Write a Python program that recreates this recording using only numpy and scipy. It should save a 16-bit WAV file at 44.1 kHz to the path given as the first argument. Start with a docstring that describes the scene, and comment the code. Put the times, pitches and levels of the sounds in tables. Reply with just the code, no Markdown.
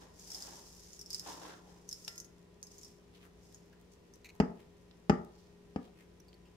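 """A cutlet is breaded by hand over a steel bowl, close by, in a small kitchen where a fan hums.
First, fingers rake and scoop dry crumbs, which rustle and crunch as clumps break. From about 2 s
the hands squeeze the crumbs on, and a sharp tick sets the bowl ringing. Then palms rub the coating
and moist meat peels off the skin. Last, the cutlet is tossed from hand to hand: from 4.4 s it lands
three times in a cupped palm, where the trapped air makes a hollow knock."""
import sys
import numpy as np
from scipy import signal
from scipy.fft import rfft, irfft
from scipy.io import wavfile
from scipy.ndimage import uniform_filter1d

SR = 44100
rng = np.random.default_rng(int(sys.argv[2]) if len(sys.argv) > 2 else 0)


def wav_out(sig):
    """Save sig, one row per channel (or a flat mono array), as 16-bit PCM at SR to the path in sys.argv[1]."""
    wavfile.write(sys.argv[1], SR, np.round(np.clip(np.atleast_2d(sig).T, -1, 1) * 32767).astype(np.int16))


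N = 289621
TIME = np.arange(N) / SR


def amp(db):
    """Turns decibels into a gain to multiply by."""
    return 10 ** (np.asarray(db) / 20)


def unit(x):
    """Scales a signal so that its average strength (rms) is 1."""
    return x / np.sqrt(np.mean(x ** 2) + 1e-20)


def value_at(curve, hz):
    """Looks up a curve of (pitch, value) points, blending between them on a musical scale."""
    pitches, values = np.transpose(curve)
    return np.interp(np.log(hz + 1), np.log(pitches), values)


def bins(x):
    """The frequencies in the spectrum of x."""
    return np.fft.rfftfreq(x.shape[-1], 1 / SR)


def colour(x, curve):
    """Changes the tone of x by a curve of (pitch_hz, gain_db) points."""
    return irfft(rfft(x) * amp(value_at(curve, bins(x))), x.shape[-1])


def resonate(x, hz, width_hz):
    """Lets x ring around one pitch, which may move."""
    turn = np.exp(2j * np.pi * np.cumsum(hz * np.ones(x.shape[-1])) / SR)
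    decay = np.exp(-np.pi * width_hz / SR)
    return 2 * (turn * signal.lfilter([1 - decay], [1, -decay], x / turn)).real


def resonate_twice(x, hz, width_hz):
    """Two resonances in a row pick out the pitch more clearly."""
    return resonate(resonate(x, hz, width_hz), hz, width_hz)


def add(mix, start_s, sound):
    """Adds a stereo sound to the mix at a given time."""
    part = mix[:, max(round(start_s * SR), 0):][:, :sound.shape[1]]
    part += sound[:, :part.shape[1]]


def drift(rate_hz):
    """A smooth random wander of strength 1."""
    return unit(irfft(rfft(rng.standard_normal(N)) * np.exp(-(bins(TIME) / rate_hz) ** 2), N))


def grains(per_s):
    """Tiny breaks of uneven size that come in clumps; each reaches the two microphones differently."""
    size = amp(2.4 * np.minimum(rng.exponential(1, N), 4) + 1.3 * drift(60))
    return unit(rng.standard_normal((2, N)) * size * (rng.random(N) < per_s / SR))


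# How alike left and right sound: pitch_hz, likeness_0_to_1
STEREO_LIKENESS = [(60, 0.77), (200, 1), (400, 0.23), (700, 0.32), (1400, 0.02), (15000, 0.056)]

def diffuse(pair):
    """Makes two unrelated signals alike in the bass, as at two nearby microphones."""
    left, right = rfft(pair)
    same = np.clip(value_at(STEREO_LIKENESS, bins(pair)), 0, 1)
    return irfft([left, same * left + np.sqrt(1 - same ** 2) * right], pair.shape[-1])


# The tone of the fan's rushing air: pitch_hz, gain_db
FAN_AIR_TONE = [(25, -15.5), (55, -7), (75, -5), (130, -8.5), (175, -6.5), (215, -9.5), (300, -10),
                (400, -8), (700, -18.5), (1400, -25.5), (2500, -27), (6000, -33.5), (15500, -46)]
# The notes in its hum: pitch_hz, level_db
FAN_HUM_NOTES = [(59, -70), (176.5, -66.5), (350, -77.5), (409, -71), (468, -83), (996, -85), (1872, -90)]

def fan(air_db=-62.5, waver_hz=1.757, flutter_db=2):
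    """A fan gives a steady rush of air and a wavering hum."""
    air = amp(air_db) * unit(colour(diffuse(rng.standard_normal((2, N))), FAN_AIR_TONE))
    hum = np.zeros(N)
    for pitch_hz, level_db in FAN_HUM_NOTES:
        gain = amp(level_db + flutter_db * drift(0.93))
        phase = 2 * np.pi * np.cumsum(pitch_hz + waver_hz * drift(7.54)) / SR
        hum += gain * np.sin(phase)
    return air + np.sqrt(2) * hum


# How long the room echoes (every fade_s is the time to drop by 60 dB): pitch_hz, fade_s
ROOM_FADES = [(100, 0.2), (300, 0.43), (800, 0.43), (1900, 0.26), (5000, 0.27), (12000, 0.26)]
# The tone of that echo: pitch_hz, gain_db
ROOM_TONE = [(35, -2.5), (55, 0), (85, -10), (130, 0), (240, -12.5), (400, -5), (560, -5.5), (850, -8.5),
             (1200, -3), (1550, -8), (1850, -3.5), (2500, -15), (14000, -11.5)]

def kitchen(x, gap_s=0.007):
    """Sound bounces off the counter and walls, each pitch dying away at its own speed."""
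    bounces = diffuse(rng.choice([-1., 1.], (2, SR // 2)) * (rng.random((2, SR // 2)) < 0.1))
    hz, t, bands = signal.stft(unit(bounces), SR, nperseg=256)
    fade_s = value_at(ROOM_FADES, hz)[:, None]
    bands *= amp(value_at(ROOM_TONE, hz)[:, None] - 60 * t / fade_s)
    bands *= np.sqrt(np.log(10 ** 6) / (fade_s * SR))  # a longer fade adds no energy
    echo = signal.istft(bands, SR, nperseg=256)[1]
    echo = np.pad(echo, ((0, 0), (round(gap_s * SR), 0)))
    return signal.fftconvolve(x, echo, axes=1)[:, :N]


# The notes of the steel bowl: pitch_hz, relative_level_db, fade_s
BOWL_NOTES = [(353.3, -41, 0.36), (431, -46, 0.35), (635, -54, 0.5), (1210, -53, 0.49), (1383, -44.5, 0.5),
              (1806, -43.5, 0.37), (1980, -44.5, 0.37), (5100, -45, .25), (5292, -42, .3),
              (5900, -50, 0.18)]

def bowl(x):
    """The steel bowl rings faintly with every sound made over it."""
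    t = TIME[:SR // 2]
    ring = sum(amp(db - 60 * t / fade_s) * np.sin(2 * np.pi * hz * t) for hz, db, fade_s in BOWL_NOTES)
    return amp(-16) * signal.fftconvolve(x, ring[None], axes=1)[:, :N]


# The bright tone of dry crumbs as the microphone hears them, with its resonance near 5.2 kHz:
# pitch_hz, gain_db
CRUMBS_AT_MIC = [(1500, -23.5), (2400, -22), (4000, -15.5), (4700, -10.5), (5230, -4.5), (5700, -6),
                 (6800, -7.5), (8500, -15.5), (12000, -18.5), (15500, -25.5)]

def falling_crumbs(per_s=45):
    """Single crumbs drop off the cutlet and tick faintly into the bowl."""
    drops = rng.random(N) < per_s / SR
    hits = drops * amp(3 * np.minimum(rng.exponential(1, N), 2.5)) * rng.choice([-1, 1], (2, N))
    tick = rng.standard_normal((2, 512)) * np.exp(-np.arange(512) / 80)
    patter = signal.fftconvolve(hits, tick, axes=1)[:, :N]
    level_db = -80 - 9 * TIME / TIME[-1]  # fainter as the coating firms
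    return amp(level_db) * unit(colour(patter, CRUMBS_AT_MIC))


# Each slide of the palms: middle_s, length_s, level_db, gap_pitch_hz
PALM_RUBS = [(3.159, 0.045, -64.5, 3050), (3.227, 0.059, -66, 2550), (3.254, 0.043, -63.5, 1360),
             (3.937, 0.037, -64.5, 6000), (4.354, 0.042, -68, 845), (4.609, 0.064, -67, 2340),
             (5.405, 0.18, -71.5, 4700), (5.851, 0.077, -69.5, 3050), (6.003, 0.073, -65.5, 2120)]
# The tone of the rubbing: pitch_hz, gain_db
RUB_TONE = [(3000, -2), (6000, 3), (15000, 1)]

def palm_rubs(relative_width=0.8, gap_ring_db=13):
    """Palms slide over the grainy coating, and the gap between the hands gives the sound a pitch."""
    out = np.zeros((2, N))
    for middle_s, length_s, level_db, gap_hz in PALM_RUBS:
        t = TIME[:round(2 * length_s * SR)]
        friction = colour(grains(per_s=1800), RUB_TONE)[:, :len(t)]
        friction += amp(gap_ring_db) * resonate_twice(friction, gap_hz, relative_width * gap_hz)
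        friction = colour(friction, [(2 * gap_hz, 0), (6 * gap_hz, -6)])  # a wide gap muffles the top
        swell = np.exp(-(2 * (t - length_s) / length_s) ** 2)
        add(out, middle_s - length_s, amp(level_db) * unit(friction) * swell)
    return out


# Each time the meat comes unstuck: start_s, relative_level_db, pitch_hz, length_s
MEAT_SMACKS = [(3.727, -58, 1610, 0.017), (4.244, -46.5, 2360, 0.019), (4.255, -48, 2260, 0.021),
               (4.289, -49.5, 2300, 0.0065), (4.299, -52, 2400, 0.0074), (6.2, -53, 5760, 0.0057),
               (6.282, -57.5, 4650, 0.014), (6.341, -57, 4520, 0.0065), (6.453, -64.5, 2850, 0.03)]
# The notes of the air pocket under the meat: pitch_multiple, width_hz, gain_db
POCKET_NOTES = [(1, 560, 0), (1.75, 1000, -10), (2.7, 2400, -17)]
# Soft meat dulls the highs: pitch_hz, gain_db
MEAT_TONE = [(500, -8), (1500, 0), (6500, 0), (8500, -10), (15000, -16)]

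def meat_smacks(clicks_per_s=2600, click_db=-26):
    """Moist meat peels off the skin in a spurt of clicks that ring a small air pocket."""
    out, t = np.zeros((2, N)), TIME[:SR // 16]
    for start_s, level_db, pitch_hz, length_s in MEAT_SMACKS:
        clicks = rng.standard_normal((2, len(t))) * (rng.random(len(t)) < clicks_per_s / SR)
        clicks *= np.exp(-(t / length_s) ** 2)
        clicks += 0.5 * clicks[::-1]  # each side hears some of the other
        ring = sum(amp(gain_db) * resonate_twice(clicks, pitch_hz * multiple, width_hz)
                   for multiple, width_hz, gain_db in POCKET_NOTES)
        smack = colour(ring, MEAT_TONE) + amp(click_db) * clicks
        add(out, start_s, amp(level_db + 5.5) * smack / abs(smack).max())
    return out


# Each flake that breaks: start_s, peak_db
FLAKE_CRACKLES = [(2.159, -41), (3.525, -51), (3.659, -57), (3.799, -57), (3.813, -54.5), (4.157, -51),
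                  (5.2477, -50.5)]

def flake_crackles(fade_s=0.015):
    """Single dry flakes of the coating break with a thin, bright tick."""
    out, t = np.zeros((2, N)), TIME[:1024]
    for start_s, peak_db in FLAKE_CRACKLES:
        burst = rng.standard_normal((2, len(t))) * amp(-60 * t / fade_s)
        tick = colour(np.diff(burst), [(5000, 0), (16000, -12)])  # diff thins out the bass
        add(out, start_s, amp(peak_db) * tick / abs(tick).max())
    return out


# Each tick on the bowl, before its ring is added: start_s, peak_db
BOWL_TAPS = [(2.0791, -29.5), (4.9108, -51), (6.33, -50)]
# The tone of a tick: pitch_hz, gain_db
TAP_TONE = [(250, -23), (700, 4.5), (1400, -8.5), (2000, 0), (3500, 7.5), (6000, -5.5), (10000, -39)]

def bowl_taps(fade_s=0.024, ring_db=9):
    """A fingernail or a falling lump ticks on the steel and sets it ringing."""
    out, t = np.zeros((2, N)), TIME[:2048]
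    for start_s, peak_db in BOWL_TAPS:
        tick = colour(diffuse(rng.standard_normal((2, len(t)))), TAP_TONE) * amp(-60 * t / fade_s)
        add(out, start_s, amp(peak_db) * tick / abs(tick).max())
    return out + amp(ring_db) * bowl(out)


def snap(level_db, pitch_hz, fade_s=0.055, trickle_db=-24, trickle_fade_s=0.26, ring_db=7):
    """A clump cracks, falls apart in a quick, uneven run of breaks, and loose crumbs trickle after it."""
    t = TIME[:4096]
    uneven = amp(2 * unit(uniform_filter1d(rng.standard_normal(len(t)), size=60)))
    fade = amp(-60 * t / fade_s) + amp(trickle_db - 60 * t / trickle_fade_s)
    breaks = uneven * fade * (1 - np.exp(-t / 0.001))
    crack = amp(9) * np.exp(-((t - 0.0012) / 0.0003) ** 2)
    burst = colour(rng.standard_normal((2, len(t))) * (breaks + crack), CRUMBS_AT_MIC)
    burst = colour(burst, [(0.6 * pitch_hz, -7), (0.85 * pitch_hz, 0)])  # weak below the clump's pitch
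    burst += amp(ring_db) * resonate_twice(burst, pitch_hz, width_hz=800)
    opening_strength = np.std(burst[:, :SR // 200], axis=1, keepdims=True)
    return burst / opening_strength * amp(level_db - 5.5)


# Each squeeze that presses crumbs onto the cutlet: start_s, length_s, relative_level_db
HAND_SQUEEZES = [(1.904, 0.26, -62.5), (2.717, 0.16, -65.5), (3.43, 0.15, -74)]

def small_clumps(per_s=26, loudest_db=14, spread_db=16, pitch_range_hz=(5200, 7440)):
    """Small clumps break at random for as long as a squeeze lasts."""
    out = np.zeros((2, N))
    for start_s, length_s, level_db in HAND_SQUEEZES:
        count = round(length_s * per_s)
        for k, (lateness, smallness, highness) in enumerate(rng.random((count, 3))):
            clump_db = level_db + loudest_db - spread_db * smallness
            pitch_hz = np.interp(highness, [0, 1], pitch_range_hz)
            add(out, start_s + length_s * (k + lateness) / count, snap(clump_db, pitch_hz))
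    return out


def stroke_shape(start_s, length_s, swell_db_per_s=346, sag_db_per_s=3, settle_db_per_s=155):
    """A stroke swells, eases off while the hand keeps moving, and dies away as the crumbs settle."""
    t = TIME - start_s
    swell_db = swell_db_per_s * np.minimum(t, 0)
    sag_db = sag_db_per_s * np.clip(t, 0, length_s)
    settle_db = settle_db_per_s * np.maximum(t - length_s, 0)
    return amp(swell_db - sag_db - settle_db)


# Each stroke through the crumbs: start_s, length_s, loose_relative_db, scrape_db, pitch_rise_octaves
HAND_STROKES = [(0.016, 0.0087, -65.5, -56.5, 0.26), (0.195, 0.78, -60.5, -79, 0),
                (0.32, 0.14, -57.5, -63.5, 0), (0.482, 0.0071, -85, -58.5, 0.14),
                (0.54, 0.058, -79, -64.5, 0.13), (1.119, 0.027, -54.5, -86, 0.88),
                (1.273, 0.041, -51.5, -48.5, 0.33), (1.43, 0.083, -63.5, -51, 0.89),
                (1.68, 0.096, -73.5, -67, 0.23)]
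# The duller tone of the whole heap: pitch_hz, gain_db
HEAP_TONE = [(120, -18), (280, 3), (600, 0), (950, -1.5), (1250, -9), (1650, -5.5), (2300, -11),
             (3600, -7.5), (6000, -18), (12000, -40)]

def crumb_rustle(loose_boost_db=2, rest_db=-86, hollow_hz=850, hollow_db=7, reopen_s=0.16):
    """Loose crumbs shift under strokes and squeezes, with a duller scrape as fingers plough the heap."""
    stirring = sum(amp(db) * stroke_shape(start_s, length_s)
                   for start_s, length_s, db, *_ in HAND_STROKES + HAND_SQUEEZES)
    loose = unit(colour(grains(per_s=9000), CRUMBS_AT_MIC))
    loose *= amp(loose_boost_db) * stirring + amp(rest_db)
    ploughing, octaves = np.zeros(N), np.zeros(N)
    for start_s, length_s, _, scrape_db, rise in HAND_STROKES:
        ploughing += amp(scrape_db) * stroke_shape(start_s, length_s)
        # the hollow under the hand rises in pitch as it closes and falls as it opens
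        end_s = start_s + length_s
        octaves += np.interp(TIME, [start_s, end_s, end_s + reopen_s], [0, rise, 0])
    scrape = colour(diffuse(grains(per_s=6400)), HEAP_TONE)
    hollow = amp(hollow_db) * resonate(scrape, hollow_hz * 2 ** octaves, width_hz=300)
    return loose + unit(scrape + hollow) * ploughing


# Each large clump that breaks: start_s, relative_level_db, pitch_hz, second_snap_change_db
CLUMP_CRUNCHES = [(0.195, -48, 6900, -15), (0.3027, -40, 5370, 2), (0.3458, -34.5, 5100, -13),
                  (0.4228, -36.5, 4880, -16), (0.9315, -45, 6850, -8), (0.9911, -42, 5700, -10),
                  (1.0123, -39.5, 5370, -15), (1.06, -43, 5340, -14), (1.1036, -36, 4940, -13),
                  (1.1303, -34, 5000, 6), (1.1807, -42, 5020, 7.5), (1.89, -34.5, 6100, -23),
                  (1.9115, -39.5, 5360, -9), (1.9269, -32, 5340, -11), (2.047, -41, 5560, -19),
                  (2.0788, -33.5, 5240, -23), (2.179, -37.5, 6450, -15), (2.2005, -38, 6140, -20),
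                  (2.245, -49, 6500, -15), (2.628, -38.5, 6400, -29), (2.6675, -49, 5240, -21),
                  (2.782, -48, 6700, -24), (2.832, -45.5, 5400, -0.5), (3.5447, -47, 6700, -16),
                  (4.137, -53, 6000, -11)]

def large_clumps(second_snap_s=0.0145):
    """A large clump snaps once, and a moment later the rest of it gives way."""
    out = np.zeros((2, N))
    for start_s, level_db, pitch_hz, change_db in CLUMP_CRUNCHES:
        add(out, start_s, snap(level_db, pitch_hz))
        add(out, start_s + second_snap_s, snap(level_db + change_db, pitch_hz))
    return out


# Each landing: start_s, strength_db, pitch_multiple, brightness_db_per_octave, echo_delay_s, echo_db
CUTLET_LANDINGS = [(4.4011, -0.5, 0.98, 0, 0.0046, -0.5), (5.0967, -2.5, 1, 1.09, 0.004855, 4),
                   (5.7610, -10.5, 1, -1.2, 0.00405, -3.5)]
# The hollow tone of a cupped palm: pitch_hz, gain_db
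PALM_TONE = [(25, -17), (60, 15.5), (100, 22.5), (200, 25), (400, 19), (630, 12), (860, 17), (1020, 3),
             (1250, 6.5), (1600, -4), (2400, -3), (3000, -4.5), (3800, -38), (4800, -5), (15000, -56)]
# The tone of the coating being crushed: pitch_hz, gain_db
COATING_TONE = [(600, 3.5), (1200, 8), (3000, -1.5), (3900, -16), (4850, -4.5), (7000, -12), (10000, -28),
                (15000, -35)]

def cutlet_landings(lag_s=0.00024, echo_cutoff_hz=900, crack_rise_s=0.00029, crack_fade_s=0.043):
    """Air trapped in the cupped palm pops and the coating cracks; the pop bounces back off the bowl."""
    out, t = np.zeros((2, N)), TIME[:4096]
    hz = np.fft.fftfreq(len(t), 1 / SR)
    for start_s, strength_db, pitch_multiple, brightness, delay_s, echo_db in CUTLET_LANDINGS:
        tone_db = value_at(PALM_TONE, abs(hz) / pitch_multiple) + brightness * np.log2(1 + abs(hz) / 400)
        gain = amp(strength_db + tone_db)
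        pop = np.exp(np.conj(signal.hilbert(np.log(gain))))  # puts all the ringing after the blow
        bounce = np.exp(-2j * np.pi * hz * delay_s)  # the echo comes later
        bounce /= np.sqrt(1 + (hz / echo_cutoff_hz) ** 2)  # and is duller
        pop *= 1 + amp(echo_db) * bounce
        right_pop = pop * np.exp(-2j * np.pi * hz * lag_s)  # the right microphone is farther away
        knock = np.fft.ifft([pop, right_pop]).real
        crack_db = strength_db - 29 + 5.6 * brightness
        crack = unit(colour(rng.standard_normal((2, len(t))), COATING_TONE))
        crack *= amp(crack_db - 60 * t / crack_fade_s) * (1 - np.exp(-t / crack_rise_s))
        add(out, start_s, knock + crack)
    return out


def scene():
    """The hands at work, heard directly, through the bowl and through the room, over the fan."""
    crumbs = crumb_rustle() + large_clumps() + small_clumps() + flake_crackles() + falling_crumbs()
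    hands = crumbs + meat_smacks() + bowl_taps() + palm_rubs() + cutlet_landings()
    return hands + bowl(hands) + kitchen(hands) + fan()


# How the two microphones differ in tone: pitch_hz, left_minus_right_db
MICROPHONE_BALANCE = [(60, 2.5), (180, 3), (400, 1.3), (1300, .3), (3000, 1.5), (5200, -1.5), (9000, 3.5),
                      (13500, 8)]

def record(dry, top_hz=15700):
    """Each microphone colours the sound a little, and the very highest pitches are cut off."""
    side_db = value_at(MICROPHONE_BALANCE, bins(dry)) / 2
    gains = amp([side_db, -side_db])
    gains /= np.sqrt(np.mean(gains ** 2, axis=0))
    heard = irfft(rfft(dry) * gains, N)
    low_pass = signal.firwin(511, top_hz, window=("kaiser", 9), fs=SR)
    return signal.oaconvolve(heard, low_pass[None], "same")


dry = scene()
out = record(dry)
wav_out(out)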